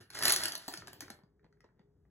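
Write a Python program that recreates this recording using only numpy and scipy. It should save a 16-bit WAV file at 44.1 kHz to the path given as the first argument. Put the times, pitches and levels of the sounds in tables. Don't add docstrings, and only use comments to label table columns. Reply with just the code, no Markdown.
import sys
import numpy as np
from scipy import signal
from scipy.fft import rfft, irfft, next_fast_len
from scipy.io import wavfile

SR = 44100
rng = np.random.default_rng(int(sys.argv[2]) if len(sys.argv) > 2 else 0)


def wav_out(sig):
    wavfile.write(sys.argv[1], SR, np.round(np.clip(np.atleast_2d(sig).T, -1, 1) * 32767).astype(np.int16))


N = 92610
HIT_SAMPLES, ATTACK_S = 2048, .001


def tumbling_tiles(count=760):
    # time in seconds, level in dB, hardness in dB.
    collapse = [(0, -62, -5.5), (0.086, -91.5, 7), (0.137, -53.5, -6.5), (0.197, -47.5, -7.5),
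                (0.248, -34.5, -3.5), (0.301, -35.5, -4.5), (0.351, -44.5, -6.5), (0.439, -42, -4.5),
                (.5, -55.5, -5.5), (.62, -59.5, -7.5), (0.771, -61, -4.5), (.86, -70.5, -36),
                (1.121, -72, -13.5), (1.199, -111, -15)]
    mix_db = [-10, -18, -8, -11.5]
    s, level_db, hard_db = np.transpose(collapse)
    times = (np.arange(count) + rng.uniform(0, 2, count)) / count * s[-1]
    size_db = np.interp(times, s, level_db) + 3.5 * np.clip(rng.standard_normal(count), -2, 1.5)
    levels = size_db[:, None] + mix_db + 2 * rng.standard_normal((count, 4))
    levels[:, 2:] += np.interp(times, s, hard_db)[:, None]
    return strike(times, levels)


def single_tiles():
    # start in seconds, then snap, knock, clack and ring in dB, before the mix is added.
    hits = [(0.1026, -42.5, -56, -49.5, -52.5), (0.1486, -37.5, -61.5, -50, -46.5),
            (0.152, -37.5, -45, -39, -57), (0.1707, -40, -43.5, -35, -56), (0.1891, -34, -53, -38, -39),
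            (0.2073, -41, -38, -35.5, -55), (0.2239, -24.5, -43, -36, -33.5), (0.2344, -25, -44, -27, -28),
            (0.2533, -16.5, -35, -49, -23.5), (0.2805, -18, -42, -55, -23), (0.2957, -18, -42, -48, -27.5),
            (0.3038, -20.5, -52, -29, -26.5), (0.3213, -20, -46, -35.5, -17.5),
            (0.3364, -21.5, -39.5, -52, -37), (0.3611, -21, -51, -31, -27.5), (0.4356, -24, -66, -50, -30),
            (0.4548, -23.5, -47, -29.5, -28), (0.4815, -28.5, -43, -53, -38), (0.52, -30.5, -54, -49, -43),
            (0.5339, -74, -44.5, -41.5, -47), (0.5521, -28.5, -44, -42.5, -38.5),
            (0.5767, -57, -52, -73, -43), (0.6804, -33.5, -36, -47, -52), (0.6847, -39, -41.5, -45, -48),
            (0.7244, -48, -53, -74, -48.5), (0.7377, -34, -46.5, -36, -45.5),
            (0.7735, -36.5, -50, -54, -50.5), (0.8207, -78, -51.5, -43, -77),
            (0.8716, -41, -50.5, -49.5, -55), (0.8794, -46.5, -47.5, -40.5, -53),
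            (0.9308, -47.5, -51.5, -51.5, -52.5), (1.006, -34.5, -47, -41.5, -43),
            (1.0224, -75, -53, -43, -56), (1.081, -53.5, -55, -47.5, -72),
            (1.1016, -40, -46.5, -41.5, -48.5), (1.1068, -56, -54, -53, -62),
            (1.1893, -67, -57.5, -74, -93.5), (1.2344, -67.5, -62.5, -68.5, -100),
            (1.3945, -83.5, -84, -67.5, -107), (1.4433, -69.5, -61.5, -65, -105),
            (1.5257, -72, -81, -63.5, -95), (1.5712, -90, -85, -74, -98.5),
            (1.6053, -63.5, -77, -57.5, -80.5), (1.6425, -66.5, -57, -61, -99),
            (1.6888, -89, -85.5, -65, -105), (1.7935, -69.5, -62.5, -65.5, -100),
            (2.052, -95.5, -73.5, -73, -108)]
    mix_db = [-10.5, -8.5, -11, -6.5]
    rows = np.array(hits)
    return strike(rows[:, 0], rows[:, 1:] + mix_db)


def strike(times, levels_db):
    # pitch in Hz, relative level in dB, fade in seconds.
    floor_tones = [(289.6, -4, 0.022), (372, -8.5, 0.039), (641.7, -1.5, 0.024), (856, 2.5, 0.016),
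                   (1085.6, 2, 0.013)]
    pile_tones = [(1377, 1, .015), (1604, -0.9, 0.016), (1789, 1.5, 0.018), (2107, -3, 0.011)]
    tile_tones = [(10240, -9.5, 0.046), (10840, -3, 0.031), (11510, -3, 0.02)]
    # frequency in Hz, gain in dB.
    snap_colour = [(1000, -36), (2300, -4.5), (3150, 1.5), (3800, -0.5), (4400, 10.5), (5300, 3.5),
                   (6600, 0), (8300, -5.5), (10000, -9.5), (12300, -19), (15500, -31)]
    crack_colour = [(4000, -29), (8000, -14.5), (9800, 13), (11400, -0.5), (12400, 0.5), (14000, -5.5),
                    (15400, -2.5)]
    count = len(times)
    dull_above_hz = 4850 * 2 ** ((levels_db[:, :1] + 80) / 13)
    softening = 1 / np.hypot(1, (np.fft.rfftfreq(HIT_SAMPLES, 1 / SR) / dull_above_hz) ** 2)
    snap = irfft(rfft(bursts(count, snap_colour, fade_s=.012)) * softening)
    knock = rings(count, floor_tones, pitch_spread=.067)
    clack = rings(count, pile_tones, pitch_spread=.06)
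    ring = unit(rings(count, tile_tones, pitch_spread=.018))
    crack = amp(-2.5) * unit(bursts(count, crack_colour, fade_s=.013))
    gains = np.sqrt(.01 * SR / HIT_SAMPLES) * amp(levels_db).T[..., None]
    parts = unit(np.array([snap, knock, clack, ring + crack])) * gains
    return np.array([placed(times, part) for part in parts])


def bursts(count, colour, fade_s, ripples=36):
    t = np.arange(HIT_SAMPLES) / SR
    cepstrum = irfft(np.log(amp(along(colour, np.fft.rfftfreq(HIT_SAMPLES, 1 / SR)))))
    cepstrum[1:HIT_SAMPLES // 2] *= 2
    cepstrum[HIT_SAMPLES // 2 + 1:] = 0
    ripple = np.log(amp(2)) * np.sqrt(2 / ripples) * rng.standard_normal((count, ripples))
    raw = rng.standard_normal((count, HIT_SAMPLES)) * amp(-60 * t / fade_s) * (1 - np.exp(-t / ATTACK_S))
    return irfft(rfft(raw) * np.exp(rfft(cepstrum) + rfft(ripple, HIT_SAMPLES)))


def rings(count, tones, pitch_spread):
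    t = np.arange(HIT_SAMPLES) / SR
    out = 0
    for hz, db, fade_s in tones:
        detune, size, phase = rng.standard_normal((count, 3)).T[..., None]
        wave = np.sin(2 * np.pi * (hz * (1 + pitch_spread * detune) * t + phase))
        out = out + amp(db + 2 * size) * amp(-60 * t / fade_s) * wave
    return out * (1 - np.exp(-t / ATTACK_S))


def corner_ticks():
    # start in seconds, peak level in dB.
    landings = [(0.3239, -21), (.6803, -28.5), (.6852, -32), (.9308, -40)]
    # frequency in Hz, gain in dB.
    tick_colour = [(3000, -30), (6300, -12), (7700, 4), (9300, -12), (15500, -4)]
    s, db = np.transpose(landings)
    ticks = bursts(len(s), tick_colour, fade_s=.006)
    return placed(s, amp(db)[:, None] * ticks / np.abs(ticks).max(axis=1, keepdims=True))


def floor_bumps(fade_s=.045, attack_s=.005):
    # start in seconds, peak level in dB, pitch in Hz.
    landings = [(.6825, -43.5, 287), (.739, -46.5, 319), (.783, -49.5, 164.4), (1.025, -47.5, 292.6),
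                (1.103, -47, 214.7), (1.236, -55, 170.6), (1.446, -57.5, 172), (1.8, -56, 164.6)]
    s, db, hz = np.transpose(landings)
    t = np.arange(SR // 5) / SR
    shape = amp(-60 * t / fade_s) * (1 - np.exp(-t / attack_s))
    swing = np.diff(shape * np.sin(2 * np.pi * hz[:, None] * t))
    return placed(s, amp(db)[:, None] * swing / np.abs(swing).max(axis=1, keepdims=True))


def sliding_tiles(slips_per_s=900):
    # middle in seconds, half-width in seconds, level in dB.
    pushes = [(1.455, 0.015, -68), (1.655, 0.013, -66), (1.808, 0.021, -73)]
    # frequency in Hz, gain in dB.
    scrape_colour = [(120, -8), (450, 13.5), (900, -10), (1800, -3.5), (2600, -19.5), (4000, -18),
                     (9000, -53)]
    slips = rng.standard_normal(N) * (rng.random(N) < slips_per_s / SR)
    return swells(pushes) * unit(filtered(slips, lambda hz: amp(along(scrape_colour, hz))))


def low_rumbles():
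    # middle in seconds, half-width in seconds, level in dB.
    thuds = [(.385, 0.024, -57), (2.04, 0.072, -65)]
    shifts = [(0, 0.029, -60), (.27, 0.073, -52.5), (.44, 0.044, -56), (.83, 0.039, -60.5),
              (1.04, 0.11, -62)]
    # frequency in Hz, gain in dB.
    thud_colour = [(25, -44.5), (40, -19), (55, 7), (72, 0.5), (100, -9.5), (160, -27), (400, -59.5)]
    shift_colour = [(30, -26.5), (70, -11.5), (95, 0), (150, -5.5), (220, -12.5), (360, -5.5), (500, -14),
                    (1200, -35), (4000, -70)]
    return swells(thuds) * noise(thud_colour) + swells(shifts) * noise(shift_colour)


def room_echo(tracks, paths=36, early_db=-9.5, early_fade_s=.11):
    feed_db = [-3, -3.5, -5, -8]
    # frequency in Hz, seconds the echo takes to fade by 60 dB.
    fades = [(100, 0.64), (500, 0.27), (2000, 0.33), (6000, 0.16), (11000, 0.23), (16000, 0.33)]
    # frequency in Hz, stereo width as side divided by middle.
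    widths = [(100, 0.19), (500, 0.39), (1600, 0.74), (2600, 1), (4400, 0.41), (8000, 0.38), (15000, 0.28)]
    out = np.zeros((2, N + SR))
    for k, piece in enumerate(np.array_split(amp(feed_db) @ tracks, paths)):
        hz, t, spectrum = signal.stft(rng.standard_normal((2, SR // 2)), SR, nperseg=256)
        fading = spectrum * amp(-60 * t / along(fades, hz)[:, None])
        tail = unit(signal.istft(fading, SR, nperseg=256)[1])
        length = tail.shape[1]
        early = unit(rng.standard_normal(tail.shape) * amp(-60 * np.arange(length) / SR / early_fade_s))
        echo = signal.fftconvolve(piece[None], (tail + amp(early_db) * early) / np.sqrt(length), axes=1)
        start = k * N // paths + SR // 200
        out[:, start:start + echo.shape[1]] += echo
    middle, side = out[:, :N]
    side = filtered(side, lambda hz: along(widths, hz))
    return np.array([middle + side, middle - side])


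def room_hum(hum_db=-71, whine_db=-79.5, whine_hz=410):
    # frequency in Hz, gain in dB.
    hum_colour = [(20, -26.5), (35, -10), (55, 4.5), (100, -1.5), (160, 5), (230, -7.5), (420, -3.5),
                  (530, -16.5), (900, -23.5), (1100, -26.5), (1700, -30), (2500, -46), (5000, -40.5),
                  (15000, -55)]
    hum = noise(hum_colour) + .12 * np.array([noise(hum_colour), noise(hum_colour)])
    whine = unit(filtered(rng.standard_normal(N), lambda hz: np.exp(-((hz - whine_hz) / 4) ** 2)))
    return amp(hum_db) * hum + amp(whine_db) * whine


def microphones(sound, start_db=.15, drift_db_per_s=1):
    # frequency in Hz, how far the left wave is ahead in radians.
    left_lead = [(0, 0), (150, -.1), (480, -1.1), (700, -.3), (950, -.8), (1500, .1), (2000, 0),
                 (3000, 1.6), (3700, 1.7), (4800, 3.15), (6500, 6.1), (7600, 6.4), (9000, 9.42),
                 (10700, 12.3), (11600, 13.1), (13100, 15.7), (14600, 18.7), (16500, 18.9)]
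    # frequency in Hz, left minus right in dB.
    balance = [(60, 0), (150, 0.2), (280, 2), (550, -3), (1400, -1.4), (3100, -2), (4400, 0), (10000, -0.5)]
    sides = np.array([[.5], [-.5]])
    pan = amp(sides * (start_db + drift_db_per_s * np.arange(N) / SR))
    phase = lambda hz: np.exp(1j * np.interp(hz, *np.transpose(left_lead)) * sides)
    return filtered(sound * pan, lambda hz: phase(hz) * amp(sides * along(balance, hz)))


def amp(db):
    return 10 ** (np.asarray(db) / 20)


def unit(x):
    return x / np.sqrt(np.mean(x ** 2, axis=-1, keepdims=True) + 1e-30)


def along(points, hz):
    f, v = np.transpose(points)
    return np.interp(np.log(hz + 1), np.log(f + 1), v)


def filtered(x, response):
    size = next_fast_len(N + SR // 2)
    return irfft(rfft(x, size) * response(np.fft.rfftfreq(size, 1 / SR)), size)[..., :N]


def noise(colour):
    return unit(filtered(rng.standard_normal(N), lambda hz: amp(along(colour, hz))))


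def swells(rows):
    t = np.arange(N) / SR
    return sum(amp(db) * np.exp(-.5 * ((t - middle) / width) ** 2) for middle, width, db in rows)


def placed(times, sounds):
    out = np.zeros(N + SR)
    for s, sound in zip(times, sounds):
        start = max(0, round(s * SR))
        out[start:start + len(sound)] += sound
    return out[:N]


def scene():
    singles, shower = single_tiles(), tumbling_tiles()
    singles[0] += corner_ticks()
    direct = (singles + shower).sum(axis=0)
    echo = room_echo(amp(-1) * singles + shower)
    return microphones(direct + echo + floor_bumps() + room_hum() + sliding_tiles() + low_rumbles())


def record(dry, low_hz=37, top_hz=15900):
    low_cut = lambda hz: (hz / low_hz) ** 4 / np.sqrt(1 + (hz / low_hz) ** 8)
    return filtered(dry, lambda hz: low_cut(hz) / np.sqrt(1 + (hz / top_hz) ** 240))


dry = scene()
out = record(dry)
wav_out(out)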